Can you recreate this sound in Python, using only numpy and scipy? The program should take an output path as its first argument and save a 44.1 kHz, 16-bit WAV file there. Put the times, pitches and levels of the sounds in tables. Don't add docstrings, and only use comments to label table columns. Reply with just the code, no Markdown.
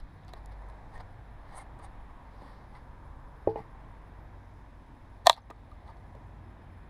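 import sys
import numpy as np
from scipy import signal
from scipy.fft import rfft, irfft
from scipy.io import wavfile
from scipy.ndimage import uniform_filter1d

SR = 44100
rng = np.random.default_rng(int(sys.argv[2]) if len(sys.argv) > 2 else 0)


def boost(x):
    u = np.asarray(x, float) / 20
    return 10 ** u


def persist_wave(psi):
    counts = np.round(np.clip(psi, -1, 1) * 32767).astype(np.int16)
    wavfile.write(sys.argv[1], SR, np.atleast_2d(counts).T)


N = 303849
TIME = np.arange(N) / SR

# f/Hz, width/Hz, level/dB
GRAIN = [(520, 88, 0), (820, 110, 10.5), (1100, 270, 7.5), (1840, 150, -1.5), (2114, 200, -2.5)]


def unit(x):
    return x / np.sqrt(np.mean(x ** 2))


def peak(y, db):
    return y * boost(db) / np.abs(y).max()


def band(x, hz, width_hz):
    return signal.lfilter(*signal.iirpeak(hz, hz / width_hz, SR), x)


def between(x, low_hz, high_hz):
    return signal.sosfilt(signal.butter(3, (low_hz, high_hz), "bandpass", fs=SR, output="sos"), x)


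def peaks(x, table):
    total = 0
    for k, (hz, width_hz, db) in enumerate(table):
        total = total + (-1) ** k * boost(db) * unit(band(x, hz, width_hz))
    return unit(total)


def walk(rate_hz):
    k = int(SR / rate_hz)
    steps = np.repeat(rng.standard_normal(N // k + 1), k)
    return 1.3 * uniform_filter1d(uniform_filter1d(steps, k), k)[:N]


def swell(s, spread_s):
    return np.exp(-((TIME - s) / spread_s) ** 2)


def ring(modes, push, seconds, tilt_db=0):
    hz, db, t60_s = np.array(modes, float).T[:, :, None]
    t = TIME[:int(seconds * SR)]
    y = np.sum(boost(db + tilt_db) * np.sin(2 * np.pi * hz * t) * 1000. ** (-t / t60_s), axis=0)
    return np.convolve(y, push)[:len(t)]


def add(out, s, y):
    i = int(s * SR)
    out[i:i + len(y)] += y[:N - i]


def grit(spread_db):
    return rng.standard_normal(N) * boost(spread_db * rng.exponential(size=N))


def fibres():
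    # t/s, crack/dB, body f/Hz, body/dB, air 5-13.5 kHz/dB
    ticks = [(0.2344, -55, 832, -56, -86), (0.2487, -70, 886, -54, -63), (0.281, -45.5, 501, -56, -57),
             (0.2924, -55, 891, -56, -69), (0.3834, -69, 906, -62, -75), (0.4592, -55, 886, -59, -49.5),
             (0.6197, -64, 993, -42, -75), (0.6868, -64, 1020, -43, -67), (0.6984, -53.5, 872, -46, -71),
             (1.0046, -55, 880, -54, -69), (1.789, -67, 1120, -56, -66), (1.7969, -67, 990, -38, -68),
             (2.7514, -51, 800, -64, -76), (5.365, -46, 800, -52, -58), (5.379, -56, 1100, -38, -72),
             (5.5, -49, 560, -33.5, -74), (5.509, -51, 1187, -31, -69), (5.5614, -64, 983, -60, -83),
             (5.7154, -55, 1213, -50, -74), (5.879, -52, 907, -54, -79), (5.9694, -57, 935, -56, -82)]
    # t/s, crack/dB, body f/Hz, body/dB, tearing time/ms
    snaps = [(0.3338, -41, 540, -33, 3.7), (5.2535, -50, 797, -43, 1.55), (5.258, -42, 790, -27, 1.7),
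             (5.2632, -36.5, 760, -16.5, 1.46), (5.2682, -4, 700, -0.5, 2.5),
             (5.2717, -12.5, 705, -6, 1.32), (5.2765, -31, 1100, -25.5, 1.46),
             (5.285, -32, 996, -34.5, 1.1), (5.2961, -1.5, 897, -1, 1.27), (5.3065, -30, 900, -23, 3.6),
             (5.3288, -22, 795, -34, 1.4)]
    # level/dB, fall/(dB/s)
    tears = [
        (-45.5, 420),
        (-41.5, 801),
        (-55, 749.5),
    ]
    # f/Hz, level/dB, t60/s
    body_modes = [(560, -8.5, 0.024), (700, 14, 0.015), (968, 12, 0.018), (1170, 7.5, 0.024),
                  (1573, 5.5, 0.018), (1810, 6.5, .02), (2225, -9, 0.032), (2385, -3.5, 0.027)]
    # f/Hz, level/dB, t60/s
    crack_modes = [(2693, -15, .03), (3330, -12.5, 0.0086), (3540, -1, 0.018), (3980, 11, 0.0056),
                   (4350, -6.5, 0.016), (4796, -10, 0.0091), (5220, -8.5, 0.017)]
    # f/Hz, width/Hz
    notches = [(440, 140), (1400, 380), (2230, 120), (2550, 360), (3060, 390), (4950, 300)]
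    tick_ms, snap_air_db = 1.16, -15.5
    tear_start_s, tear_hold_s, tear_rise_db_s = 5.262, 0.061, 1499.5

    events = [(*row, tick_ms) for row in ticks]
    for s, crack_db, hz, body_db, ms in snaps:
        events.append((s, crack_db, hz, body_db, (crack_db + body_db) / 2 + snap_air_db, ms))
    out = np.zeros(N)
    cracks = rng.standard_normal((len(events), 400))
    for (s, crack_db, hz, body_db, air_db, ms), chance in zip(events, cracks):
        tear = TIME[:400] * 1000 / max(ms, .3)
        burst = chance * tear ** 2 * np.exp(-5.0 * tear)
        near_db = np.maximum(-30 * np.log2(np.array(body_modes)[:, :1] / hz) ** 2, -9)
        add(out, s, peak(between(ring(crack_modes, burst, .06), 2100, 4800), crack_db))
        body = between(ring(body_modes, np.hanning(14), .08, near_db), 630, 2836)
        add(out, s + ms * 0.00058, peak(body, body_db))
        spit = between(band(chance, 5500, 4000), 5000, 13500)
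        add(out, s, peak(spit * tear ** 2 * np.exp(-4.0 * tear), air_db + 4))

    splinters = grit(2.5) * boost(4.0 * walk(200))
    crack = unit(between(splinters, 3300, 4400))
    body = unit(between(peaks(splinters, GRAIN), 640, 2400))
    air = unit(between(splinters, 5000, 12000))
    early_s = np.maximum(tear_start_s - TIME, 0)
    late_s = np.maximum(TIME - tear_start_s - tear_hold_s, 0)
    for (db, fall_db_s), x in zip(tears, (crack, body, air)):
        out = out + boost(db - tear_rise_db_s * early_s - fall_db_s * late_s) * x
    for hz, width_hz in notches:
        out = out - band(out, hz, width_hz)
    return out


def log_knocks():
    # t/s, ring/dB, thump/dB, thump f/Hz, grit/dB
    knocks = [(.977, -59, -44, 880, -60), (1.793, -49, -45, 700, -67), (2.42, -45, -39.5, 576, -71),
              (3.347, -55, -55, 604.4, -81.5), (3.4737, -14.5, -8.5, 546.6, -60),
              (3.558, -23, -23, 702, -69), (3.59, -39, -36.5, 820, -67), (3.6, -43, -38.5, 200, -70),
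              (5.503, -46.5, -43.5, 412, -50.5), (6.151, -45, -39, 620, -66), (.336, -53, -45, 510, -64),
              (2.421, -60, -42.5, 280, -70)]
    # f/Hz, level/dB, t60/s
    log_modes = [(104.7, -10, 0.57), (162, -15.5, 0.34), (327.5, -6, 0.21), (397, -2.5, 0.098),
                 (443.6, 5, 0.22), (492, -8, 0.1), (540, -25, 0.08), (658, -15, 0.27), (819, 1.5, 0.11),
                 (880, -9, 0.22), (1830, -13, 0.04), (2160, -24, .06), (2450, -13, 0.04), (2880, -7, 0.025)]
    landed_t60_s = 0.045

    out = np.zeros(N)
    bark = rng.standard_normal((len(knocks), 2000))
    for (s, ring_db, thump_db, hz, grit_db), chance in zip(knocks, bark):
        contact = np.hanning(int(SR / hz * 0.34) + 3)
        free_s = min([row[0] - s for row in knocks if row[0] > s + .02], default=1)
        choke = 1000. ** (-np.maximum(TIME[:SR // 2] - free_s, 0) / landed_t60_s)
        mode_octaves = np.log2(np.clip(np.array(log_modes)[:, :1], 300, 900) / 500)
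        near_db = 16 * np.log2(hz / 530) * mode_octaves
        thump = ring([(hz, 0, .01)], np.hanning(int(SR / hz * 1.02) + 3), .04)
        thump = between(between(thump, 0.51 * hz, 1000), .5 * hz, 1100)
        add(out, s - .002, peak(thump, thump_db))
        add(out, s + 0.0011, peak(ring(log_modes, contact, .5, near_db) * choke, ring_db))
        add(out, s, boost(grit_db) * unit(band(chance, 2500, 2200)) * np.exp(-TIME[:2000] / 0.0041))
    return out


def strokes(rows, sounds):
    slow_db = (-38, -17.5, -17.5)
    out = np.zeros(N)
    for s, rise_s, fall_s, *top_db in rows:
        slow = np.maximum((s - TIME) / max(rise_s, .004), (TIME - s) / max(fall_s, .004))
        at = slow < 1.5
        for db, loss_db, x in zip(top_db, slow_db, sounds):
            out[at] += boost(db + loss_db * slow[at] ** 1.5) * x[at]
    return out


def rubs():
    # fastest t/s, speeding up/s, slowing/s, pressure/dB, skin hiss/dB
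    brushes = [
        (.96, 0.052, 0.028, -49, -68.5),
        (1.008, 0.024, 0.015, -44, -75),
        (1.53, .14, 0.061, -53.5, -81),
        (1.57, 0.04, 0.05, -50.5, -52.5),
        (1.62, 0.059, .025, -51, -62.5),
        (1.845, 0.04, 0.031, -48.5, -60),
        (2.752, 0.041, 0.088, -54.5, -80),
        (5.885, 0.035, .05, -52.5, -75.5),
    ]
    # fastest t/s, speeding up/s, slowing/s, scratch/dB, wood/dB
    drags = [
        (.001, .01, 0.011, -61.5, -50),
        (.29, 0.011, .025, -63, -55),
        (.376, 0.041, 0.022, -71.5, -52),
        (.522, 0.014, 0.02, -69, -55.5),
        (2.46, 0.21, 0.28, -70, -55.5),
        (3.495, 0.009, .06, -68, -58),
        (3.575, 0.021, 0.088, -75, -46.5),
        (5.378, 0.035, 0.021, -62, -49.5),
    ]
    # f/Hz, width/Hz, level/dB
    skin = [(7600, 400, -9), (8750, 300, -2), (9850, 300, 0), (8500, 9000, -4)]
    rub_scratch_db = -18.5
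    drag_hiss_db = -9.5

    slips = grit(1.5) * boost(1.5 * walk(90))
    soft = grit(0.62)
    hand = (unit(between(peaks(slips, skin), 5500, 11600)),
            unit(between(slips, 2240, 4960)),
            peaks(slips, GRAIN))
    drag = (unit(between(soft, 4200, 11500)),
            unit(between(soft, 2200, 5200)),
            peaks(soft, GRAIN))
    brushed = [(s, rise, fall, hiss_db, db + rub_scratch_db, db) for s, rise, fall, db, hiss_db in brushes]
    dragged = [(s, rise, fall, db + drag_hiss_db, db, wood_db) for s, rise, fall, db, wood_db in drags]
    return strokes(brushed, hand) + strokes(dragged, drag)


def squeaks():
    # t/s, f/Hz, level/dB, t60/s
    squeak_modes = [(.688, 9340, -66, .02), (.699, 9400, -64, .02), (1.789, 8600, -62, .015),
                    (1.796, 9700, -63, .015), (5.42, 6150, -68.5, .06), (0.956, 1840, -47.5, 0.084),
                    (1.598, 2100, -49, 0.046), (2.752, 2006, -51, 0.049), (5.716, 1200, -48, .06),
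                    (5.888, 900, -46, 0.075), (5.888, 1200, -49.5, 0.052), (5.51, 1200, -43.5, 0.052),
                    (.522, 9500, -64, .03)]
    out = np.zeros(N)
    push = np.hanning(60) * np.cos(np.arange(60.) ** 2 / 20)
    for s, hz, db, t60_s in squeak_modes:
        add(out, s, peak(band(ring([(hz, 0, t60_s)], push, .1), hz, hz / 4), db))
    return out


def road():
    # t/s, level/dB
    traffic = [(0.0, -62), (0.73, -57), (1.34, -59), (1.73, -57.5), (2.76, -59.5), (3.53, -58),
               (5.51, -62.5), (5.95, -59), (6.89, -62)]
    # f/Hz, level/(dB per Hz)
    air = [(5.9, -55.5), (10, -13), (21, -13.5), (38, -2.5), (92, -3.5), (176, -13), (284, -14),
           (411, -20.5), (981, -15), (1350, -26.5), (1700, -24), (2400, -33.5), (3120, -53.5), (5280, -120)]
    # f/Hz, level/(dB per Hz)
    hiss = [(2850, -40.5), (3700, -39), (4600, -47), (7700, -54.5), (12000, -57.5), (15500, -65.5),
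            (16500, -76)]
    # nearest t/s, heard +-/s, f/Hz, glide/(Hz/s), level/dB
    drones = [(4, 9, 50.3, .05, -53.5), (.5, .25, 49.6, -3, -48), (1.4, .35, 47.5, -1.5, -52),
              (.8, 1.8, 95, -.1, -59.5), (4.5, .6, 94, -3, -55), (6.6, .7, 90.5, -.8, -52),
              (.1, .35, 155.5, -2.2, -60), (1.1, .6, 120, 8, -63.5), (3.3, 1.1, 130.5, -5.5, -59.5),
              (6.3, .9, 122, 5, -65), (6.55, .5, 233, -9, -65)]
    rumble_share, lorry_share, rumble_wander_db = .3, .3, 1.5
    lorry_s, lorry_spread_s, lorry_db = 6.9, .8, 5.5

    s, level_db = np.transpose(traffic)
    roar = np.interp(TIME, s, level_db - level_db.mean())
    rumble = rumble_share * roar + rumble_wander_db * walk(2.9)
    lorry = lorry_share * roar + lorry_db * swell(lorry_s, lorry_spread_s)
    f = np.arange(N // 2 + 1) * SR / N + 1e-3
    hz, db = np.transpose(air[:-2] + hiss)
    sound = rfft(rng.standard_normal(N)) * boost(np.interp(np.log(f), np.log(hz), db))
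    out = 0
    for centre in np.arange(3.5, 14.5, .5):
        part = irfft(sound * np.cos(np.pi * np.clip(np.log2(f) - centre, -.5, .5)) ** 2, N)
        low, mid = np.clip(7.2 - centre, 0, 1), np.clip(9 - centre, 0, 1)
        high = np.clip(centre - 10.4, 0, 1)
        swell_db = low * rumble + (mid - low) * lorry + (1 - mid) * (1 - .6 * high) * roar
        out = out + part * boost(swell_db + walk(3))
    out = unit(out) * boost(-51)
    for s, spread_s, hz, glide_hz_s, db in drones:
        pitch_hz = (hz + glide_hz_s * (TIME - s)) * (1 + 0.013 * walk(4.5))
        level = np.sqrt(2) * swell(s, spread_s) * boost(db + 1.6 * walk(7.8))
        out = out + level * np.sin(2 * np.pi * np.cumsum(pitch_hz) / SR)
    return out


def insects():
    # f/Hz, width/Hz, level/dB
    trills = [(5100, 300, -92), (10160, 530, -90), (15110, 500, -96)]
    throb, noise = boost(2.2 * walk(60)), rng.standard_normal(N)
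    return throb * sum(boost(db) * unit(band(band(noise, hz, w), hz, w)) for hz, w, db in trills)


def bird():
    s, spread_s, hz, glide_hz_s, db = 4.23, .05, 11900, -5500, -85
    pitch_hz = np.clip(hz + glide_hz_s * (TIME - s), 0, 15e3)
    return boost(db) * swell(s, spread_s) * np.sin(2 * np.pi * np.cumsum(pitch_hz) / SR)


def buffet():
    # t/s, +-/s, level/dB
    gust_rows = [
        (0.0, 0.065, -37.5),
        (.42, .12, -51),
        (.93, 0.21, -47.5),
        (1.47, .15, -47),
        (1.95, 0.34, -51),
        (3.3, 0.99, -53),
        (4.9, .4, -58),
        (6.1, .6, -64),
    ]
    gusts = sum(boost(db) * swell(s, spread_s) for s, spread_s, db in gust_rows)
    return gusts * unit(between(rng.standard_normal(N), 7.1, 36))


def scene():
    work = fibres() + log_knocks() + rubs() + squeaks()
    t = TIME[:int(.15 * SR)]
    scatter = band(rng.standard_normal(len(t)), 1200, 2700) * 1000. 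** (-t / 0.11) * (t > .003)
    work = work + boost(-47.0) * signal.fftconvolve(work, scatter)[:N]
    return (work + road() + buffet() + insects() + bird())[None]


def low_pass(x):
    return signal.sosfilt(signal.butter(12, 16500, fs=SR, output="sos"), x)


def record(dry):
    lag_s, release_s, knee_db, slope = .045, .06, -34.5, 0.1
    keep = np.exp(-1 / (release_s * SR))
    power = signal.lfilter([1 - keep], [1, -keep], dry ** 2)
    held = np.roll(power, int(lag_s * SR), axis=1)
    dry = dry * (1 + held / boost(2 * knee_db)) ** -slope
    dry = np.tanh(.8 * dry) / .8
    dry = signal.sosfilt(signal.ellip(8, .5, 80, 15600, fs=SR, output="sos"), dry)
    return low_pass(dry)


dry = scene()
out = record(dry)
persist_wave(out)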